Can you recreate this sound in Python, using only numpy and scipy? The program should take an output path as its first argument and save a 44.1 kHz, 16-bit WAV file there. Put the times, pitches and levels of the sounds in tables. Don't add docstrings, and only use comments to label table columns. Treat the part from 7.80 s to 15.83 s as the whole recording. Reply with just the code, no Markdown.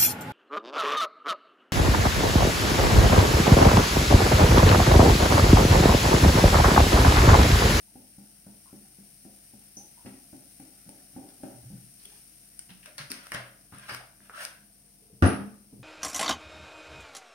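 import sys
import numpy as np
from scipy import signal
from scipy.fft import rfft, irfft, next_fast_len
from scipy.io import wavfile
from scipy.ndimage import map_coordinates

SR = 44100
rng = np.random.default_rng(int(sys.argv[2]) if len(sys.argv) > 2 else 0)


def field_ratio(decibels):
    return 10 ** (np.asarray(decibels, dtype=float) / 20)


def store_pcm(level_fs):
    pcm = np.round(np.clip(level_fs, -1, 1) * 32767).astype(np.int16)
    wavfile.write(sys.argv[1], SR, np.atleast_2d(pcm).T)


N = 354123
T = np.arange(int(.75 * SR)) / SR
BUILD_S = 0.95


def unit(x):
    return x / np.sqrt(np.mean(x ** 2) + 1e-20)


def along(points, hz):
    f, value = np.transpose(points)
    return np.interp(np.log(hz + 1), np.log(f + 1), value)


def wobble(rate):
    knots = rng.standard_normal(int(N * rate / SR) + 4)
    return map_coordinates(knots, [np.arange(N) * rate / SR])


def filtered(x, response):
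    m = next_fast_len(x.shape[-1] + 8192)
    return irfft(rfft(x, m) * response(np.fft.rfftfreq(m, 1 / SR)), m)[..., :x.shape[-1]]


def lowpass2(corner_hz):
    return lambda f: 1 / (1 + 1j * f / corner_hz) ** 2


def resonances(modes):
    def response(f):
        total = 0
        for k, (centre, width, db) in enumerate(modes):
            damping = 1j * f * width
            total = total + (-1) ** k * field_ratio(db) * damping / (centre ** 2 - f ** 2 + damping)
        return total
    return response


def blip(hz, cycles, rise=0):
    u = T * hz
    shape = np.exp(-u / cycles) * (1 - np.exp(-u / (0.058 * cycles))) * (u < 8 * cycles)
    return np.sin(2 * np.pi * u * (1 + rise * u / cycles)) * shape / shape.max()


def snap(ms):
    x = rng.standard_normal(len(T)) * np.exp(-T * 1000 / ms)
    return x / np.abs(x).max()


# (frequency [Hz], left-right correlation)
LIKENESS = [(40, 0), (100, 0.75), (300, 0.72), (650, 0.48), (1400, 0.054)]


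def pair(n):
    def mid_side(hz):
        angle = np.arccos(np.clip(along(LIKENESS, hz), -1, 1)) / 2
        return np.array([np.cos(angle), np.sin(angle)])

    mid, side = filtered(rng.standard_normal((2, n)), mid_side)
    return np.array([mid + side, mid - side])


# (frequency [Hz], reverberation time t60 [s])
WALL_DECAY = [(60, 0.059), (120, 0.52), (2000, 0.47), (6000, 0.4), (9000, 0.33), (14000, 0.73)]
# (frequency [Hz], level [dB], t60 [s])
ROOM_MODES = [(124, 0.5, 0.51), (203, 2, 0.47), (261.4, 1, 0.3), (307.4, 3, 0.18), (351, 0.5, 0.18),
              (400, -8.5, 0.38)]


def echoes(wet_db, lag):
    hz, t, z = signal.stft(pair(len(T)), SR, nperseg=512)
    decay = field_ratio(-60 * t / along(WALL_DECAY, hz)[:, None])
    tail = signal.istft(z * decay, SR, nperseg=512)[1][:, :len(T)]
    density = (1 - np.exp(-T / 0.00025)) * (1 + 0.29 * np.exp(-T / 0.04))
    tail = filtered(tail * density, lambda f: 1j * f / (70 + 1j * f) * lowpass2(5500)(f))
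    modes = 0
    for mode_hz, db, t60 in ROOM_MODES:
        envelope = field_ratio(db + rng.normal(0, 1) - 60 * T / t60)
        modes = modes + envelope * np.sin(2 * np.pi * mode_hz * T + rng.normal(0, 1))
    answer = field_ratio(wet_db) * (tail + field_ratio(-21.0) * modes) / np.linalg.norm(tail[0])
    direct = np.arange(len(T)) == np.array([[max(lag, 0)], [max(-lag, 0)]])
    return answer + direct


def add(out, s, sound, wet_db, lag):
    heard = signal.fftconvolve(sound[None], echoes(wet_db, lag), axes=1)
    spot = out[:, round(s * SR):][:, :heard.shape[1]]
    spot += heard[:, :spot.shape[1]]


# (frequency [Hz], level [dB])
HUM_LINES = [(48.4, -63.5), (145.3, -70), (199.2, -66.5), (247.6, -83), (317.6, -76), (430.7, -84),
             (489.9, -91), (694.4, -76)]
# (frequency [Hz], level per Hz [dB])
RUMBLE_SPECTRUM = [(15, -39), (25, -8), (97, -3.5), (316, -8), (375, -18.5), (422, -16.5), (626, -17),
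                   (694, -14.5), (882, -22.5), (1500, -28.5), (1950, -39), (3300, -120)]


def fridge():
    t = np.arange(N) / SR
    lines = 0
    for hz, db in HUM_LINES:
        level = field_ratio(db + 0.5 + 0.57 * wobble(3.84))
        lines = lines + level * np.sin(2 * np.pi * hz * t + 0.39 * wobble(3.9))
    rumble = unit(filtered(pair(N), lambda hz: field_ratio(along(RUMBLE_SPECTRUM, hz))))
    return lines + field_ratio(-64.0) * rumble


def fizz():
    level_db, start_db, pour_end_s, sag_db, sag_s = -57, -2.5, 4.5, -5.5, 0.88
    t = np.arange(N) / SR
    build = start_db * np.exp(-t / BUILD_S)
    thinning = sag_db * (1 - np.exp(-(t - pour_end_s).clip(0) / sag_s))
    specks = field_ratio(0.96 * wobble(400) + 0.18 * wobble(20))
    hiss = filtered(rng.standard_normal((2, N)) * specks, lambda hz: hz ** 4 / (hz ** 4 + 1400.0 ** 4))
    return field_ratio(level_db + build + thinning) * unit(hiss)


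def stream():
    level_db, middle_hz, pitch_step, cycles = -73.5, 1730, 0.0974, 7
    births_per_s, end_s, fade_db_per_s = 120, 5.2, 6
    t = np.arange(N) / SR
    flow_db = -fade_db_per_s * (t - end_s).clip(0) - 7 * np.exp(-t / BUILD_S)
    flow_db = flow_db + 1.5 * wobble(2.63) + 1.6 * wobble(24)
    births = (rng.random((7, 2, N)) < births_per_s / SR) * rng.standard_normal((2, N))
    pitches = middle_hz * np.exp(pitch_step * np.arange(-3, 4))
    notes = np.array([blip(hz, cycles, rise=.02)[:SR // 15] for hz in pitches])
    ringing = signal.fftconvolve(births, notes[:, None], axes=2)[..., :N].sum(0)
    return field_ratio(level_db + flow_db) * unit(ringing)


# (time [s], peak [dB], pitch [Hz], decay [cycles], room [dB])
SHORT_RINGS = [(.08, -64, 853, 9.3, -10), (.858, -60, 1010, 3.2, 5.5), (.89, -67, 1290, 4, 5),
               (1.9693, -35, 5920, 27, 5), (2.0, -63, 783, 10, 4.5), (2.17, -62.5, 900, 4.5, 7),
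               (4.252, -47, 3200, 17, -4), (4.26, -62.5, 400, 7.1, -3), (6.095, -37.5, 4700, 9.9, 5),
               (6.115, -49, 4760, 11, 0), (6.535, -47.5, 1280, 15, 5), (4.895, -57, 175.8, 10.1, -2),
               (1.05, -69, 743, 8.5, -3), (4.32, -59, 780, 5.7, -6), (6.566, -42.5, 1490, 7, 1),
               (7.459, -28, 9600, 20, 12.5), (7.476, -27, 9670, 16, 11.5), (7.589, -33, 203, 3.9, -3.5)]


def pops():
    out = np.zeros((2, N))
    for s, db, hz, cycles, wet_db in SHORT_RINGS:
        ring = blip(hz, cycles, rise=0.03)[:SR // 3]
        add(out, s, field_ratio(db) * ring / field_ratio(along(PORT_RESPONSE, hz)), wet_db, lag=-4)
    return out


# (time [s], peak [dB], bubble pitch [Hz], neck ring [dB], splash [dB])
NECK_BUBBLES = [(0.153, -45.5, 257, -9, -24), (0.38, -47, 204, -11.5, -22), (0.663, -46.5, 210, -8.5, -24),
                (0.926, -45.5, 215, -10, -22), (1.183, -48.5, 200, -15.5, -22),
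                (1.448, -47, 213, -7.5, -22), (1.733, -47.5, 214, -12, -22), (1.967, -48.5, 218, -8.5, -22),
                (2.247, -40, 213, -20, -24), (2.257, -40.5, 268, -6, 7.5), (2.527, -40.5, 267, -7, -24),
                (2.796, -42, 283, -10, -20), (3.06, -51, 182.7, -10, -22), (3.086, -44.5, 270, -8, -30),
                (3.33, -53.5, 151, -9, -22), (3.36, -37, 268, -6, -16), (3.6, -52, 253, -9, -22),
                (3.631, -37, 268, -4.5, -1.5), (3.9, -43.5, 180, -14, -19), (4.248, -61.5, 188, -4, -20)]
# (frequency [Hz], width [Hz], level [dB])
BOTTLE_MODES = [(328, 188, 5.5), (433, 260, -1.5), (546, 96, 0), (783, 80, 2.5), (900, 39, -3),
                (1500, 270, -13)]


def glugs():
    churn_db, churn_ms, bubble_cycles = -9.5, 73, 2.22
    bottle = resonances(BOTTLE_MODES)
    out = np.zeros((2, N))
    for s, db, hz, neck_db, splash_db in NECK_BUBBLES:
        pinch = filtered(0.26 * snap(1.14) + (T == 0), lowpass2(1100))
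        jolt = filtered(pinch, bottle)
        splash = filtered(snap(16), lambda f: lowpass2(2200)(f) * 1j * f / (900 + 1j * f))
        suck = -field_ratio(1) * blip(1.36 * hz, 0.3)
        bubble = -field_ratio(-8.0) * blip(hz, bubble_cycles, rise=0.0047)
        turbulence = snap(churn_ms) * field_ratio(5.8 * wobble(62)[:len(T)]) * (1 - np.exp(-T / 0.0056))
        churn = filtered(turbulence, lambda f: bottle(f) * lowpass2(1300)(f))
        sound = suck + bubble + field_ratio(neck_db + 3.0) * jolt / jolt.max() + field_ratio(splash_db) * splash
        sound = sound + field_ratio(neck_db + churn_db) * churn / churn.max()
        slap_back = field_ratio(-15.0) * np.roll(sound, round(.077 * SR))
        add(out, s + .0025, field_ratio(db + 5) * (sound + slap_back)[:SR // 3], wet_db=-2.5, lag=-4)
    return out


# (time [s], peak [dB], room [dB])
WALL_CRACKS = [(2.545, -48, -6), (2.8, -36, 3), (3.0916, -33.5, -4), (3.489, -37, 0), (3.631, -39, 3),
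               (4.255, -31.5, -8), (4.7919, -23, -3), (5.065, -45, -4), (5.947, -38, -8),
               (5.9842, -33.5, -6), (5.996, -36, -10)]
# (time [s], peak [dB], pitch [Hz], wide snap [dB], room [dB])
CONTACTS = [(4.1984, -45, 4570, -19, 6), (4.8932, -43, 2880, 3, 5.5), (4.9045, -37.5, 3500, -10, -2),
            (5.0294, -43.5, 2820, 3, 2), (5.0591, -35, 2820, 5.5, -3.5), (5.1813, -25, 4670, 1, 2.5),
            (5.1931, -45, 1790, -19, -6), (5.2117, -31, 3180, -8, -9), (5.3015, -34.5, 5300, 2, 12),
            (5.3168, -17.5, 4540, 5, -8.5), (5.4685, -39, 1360, 10, -17), (5.519, -22.5, 1830, 2.5, -2.5),
            (5.5461, -22.5, 1600, 3.5, -6), (5.9242, -41.5, 1250, -22, 3.5), (6.0939, -24, 1590, -6, -2),
            (6.1083, -32, 1370, -4, 0), (6.147, -29.5, 1400, 10, -18), (6.4042, -46, 1650, -17, -32),
            (6.4963, -31.5, 1390, -14, -5), (6.6508, -21.5, 4900, 2.5, -18)]


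def ticks():
    wall_hz, wall_cycles, wall_snap_db = 9100, 5.1, -1.5
    contact_cycles, crack_top_hz = 1.29, 8600
    rows = [(s, db, wall_hz, wall_cycles, wall_snap_db, wet_db) for s, db, wet_db in WALL_CRACKS]
    rows += [(s, db, hz, contact_cycles, snap_db, wet_db) for s, db, hz, snap_db, wet_db in CONTACTS]
    out = np.zeros((2, N))
    for s, db, hz, cycles, snap_db, wet_db in rows:
        ring = blip(hz, cycles) / field_ratio(.7 * along(PORT_RESPONSE, hz))
        crack = filtered(snap(1.4), lambda f: (1j * f / (0.16 * hz + 1j * f)) ** 2 * lowpass2(crack_top_hz)(f))
        add(out, s + .0005, field_ratio(db) * (ring + field_ratio(snap_db) * crack)[:SR // 20], wet_db, lag=3)
    return out


# (time [s], peak [dB], pitch [Hz], decay [cycles])
SOFT_CONTACTS = [(3.739, -52.5, 125, 2.3), (3.809, -58, 61, 2.5), (3.84, -44.5, 121, 1.7),
                 (3.93, -37.5, 148, 0.6), (3.97, -50, 177, 3.3), (4.029, -55, 177, 2.3),
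                 (4.892, -48, 171, 0.59), (5.198, -48.5, 143, 4.4), (5.303, -40.5, 271, 1.25),
                 (5.544, -36.5, 130, 0.75), (5.924, -36.5, 140, 0.34), (6.119, -49, 124, 1.2),
                 (6.399, -54, 224, 0.87), (6.749, -72, 206, 9), (7.329, -43.5, 135, 0.35),
                 (7.924, -48.5, 164, 0.97), (7.928, -34.5, 222, 0.45), (7.977, -46, 131, 3.3),
                 (5.058, -48.5, 607, 4.3), (5.097, -53, 630, 2.7), (5.544, -39.5, 568, 4.2),
                 (5.599, -37, 654, 1.7), (6.199, -38, 715, 1.3), (7.049, -72, 443, 7.8),
                 (7.219, -61, 433, 5.6), (7.299, -55.5, 443, 4.1), (7.925, -49.5, 430, 1.7),
                 (7.966, -55.5, 419, 2.9)]


def bumps():
    out = np.zeros((2, N))
    for s, db, hz, cycles in SOFT_CONTACTS:
        push = blip(hz, max(cycles, .4)) * (1 - np.exp(-T / 0.00058))
        add(out, s, field_ratio(db) * push[:SR // 4], wet_db=-1.0, lag=3)
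    return out


# (time of full pressure [s], level [dB], rise [s], hold [s], brightness [dB])
STROKES = [(4.234, -73, 0.1, 0.13, 17), (5.053, -50.5, 0.019, 0.0046, -7), (5.181, -39, .02, 0.0041, -6.5),
           (5.312, -41.5, 0.012, 0.0037, 1.5), (5.34, -51.5, 0.025, 0.15, -8),
           (5.538, -32.5, 0.026, 0.0029, -9.5), (5.573, -59, 0.027, 0.015, -9),
           (5.923, -50, 0.025, 0.19, -8.5), (6.086, -39, 0.033, 0.052, -10), (6.141, -53, .05, 0.03, 3),
           (6.409, -59, .015, 0.064, -7), (6.558, -41, 0.11, 0.045, -20), (6.611, -44, 0.15, 0.036, 3.5)]
# (frequency [Hz], width [Hz], level [dB])
RUBBED_MODES = [(594, 99, 4.5), (1510, 390, 9), (3330, 1380, 2)]


def rubs():
    rise_db, release_db_per_s = 41, 369
    grains = rng.standard_normal(N) * field_ratio(4 * wobble(220) + 1.2 * wobble(40))
    body = unit(filtered(grains, resonances(RUBBED_MODES)))
    fine_grains = rng.standard_normal(N) * field_ratio(1.5 * wobble(150))
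    hiss = unit(filtered(fine_grains, lambda hz: hz / (hz + 3000) / (1 + (hz / 15000) ** 2)))
    t = T[:SR // 2]
    out = np.zeros((2, N))
    for s, db, rise, hold, bright_db in STROKES:
        start = round((s - rise) * SR)
        pressure_db = db - rise_db * (1 - t / rise).clip(0)
        pressure_db = pressure_db - release_db_per_s * (t - rise - hold).clip(0)
        friction = body[start:][:len(t)] + field_ratio(bright_db + 2.0) * hiss[start:][:len(t)]
        add(out, s - rise, field_ratio(pressure_db - 11.5) * friction, wet_db=4.0, lag=6)
    return out


# (time [s], swing rate [Hz])
DOOR_SLAM = (7.4235, 87.5)
FRAME_KNOCKS = [8.5, -8.5, -3.5, -1.5, -6.5]
# (frequency [Hz], width [Hz], level [dB])
DOOR_MODES = [(234, 140, 10), (362, 80, -21), (490, 120, -31.5), (840, 280, -1.5), (1220, 246, 1.5),
              (1720, 640, -6), (2640, 360, -12)]


def cupboard():
    out, knocks = np.zeros((2, N)), np.zeros(SR // 8)
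    start, swing_hz = DOOR_SLAM
    t = T[:len(knocks)]
    knock_s = (np.arange(len(FRAME_KNOCKS)) - .38).clip(0) / swing_hz
    knocks[np.round(knock_s * SR).astype(int)] = -field_ratio(np.array(FRAME_KNOCKS))
    knock = filtered(knocks, resonances(DOOR_MODES))
    panel = np.sin(2 * np.pi * swing_hz * t + .4) * np.exp(-(t / .042) ** 4)
    rattle = filtered(snap(52)[:len(t)] * (1 - np.exp(-t / .006)), lowpass2(2600))
    air_push = blip(110, .5)[:SR // 20]
    add(out, start, field_ratio(-11.5) * knock / knock.max() + field_ratio(-14.5) * rattle, wet_db=2.5, lag=12)
    add(out, start, field_ratio(-12.0) * panel, wet_db=-8.5, lag=12)
    add(out, start - .0045, field_ratio(-29) * air_push, wet_db=-9, lag=12)
    return out


def scene():
    steady = fridge() + fizz() + stream()
    water = pops() + glugs()
    handling = ticks() + bumps() + rubs() + cupboard()
    return steady + water + handling


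# (frequency [Hz], level [dB])
PORT_RESPONSE = [(1000, -2.5), (1500, -1.5), (2800, -0.5), (3400, -4.5), (4300, -2), (5500, 5), (7500, -7),
                 (8400, 6), (9100, 14.5), (10500, 4.5), (15500, -3)]
# (frequency [Hz], left over right [dB])
PORT_BALANCE = [(500, 0.5), (1500, 0), (4000, 2.5), (9000, 3.5), (15000, 9)]


def ports(hz):
    colour = field_ratio(along(PORT_RESPONSE, hz) + along(PORT_BALANCE, hz) * np.array([[.5], [-.5]]))
    bass_cut = (1j * hz / (35 + 1j * hz)) ** 2
    top_cut = 1 - .97 * (hz > 15870)
    return colour * bass_cut * top_cut


def band_limit(x):
    return signal.sosfilt(signal.butter(12, 16800, fs=SR, output="sos"), x)


def record(dry):
    mix = filtered(dry, ports)
    return band_limit(mix)


dry = scene()
out = record(dry)
store_pcm(out)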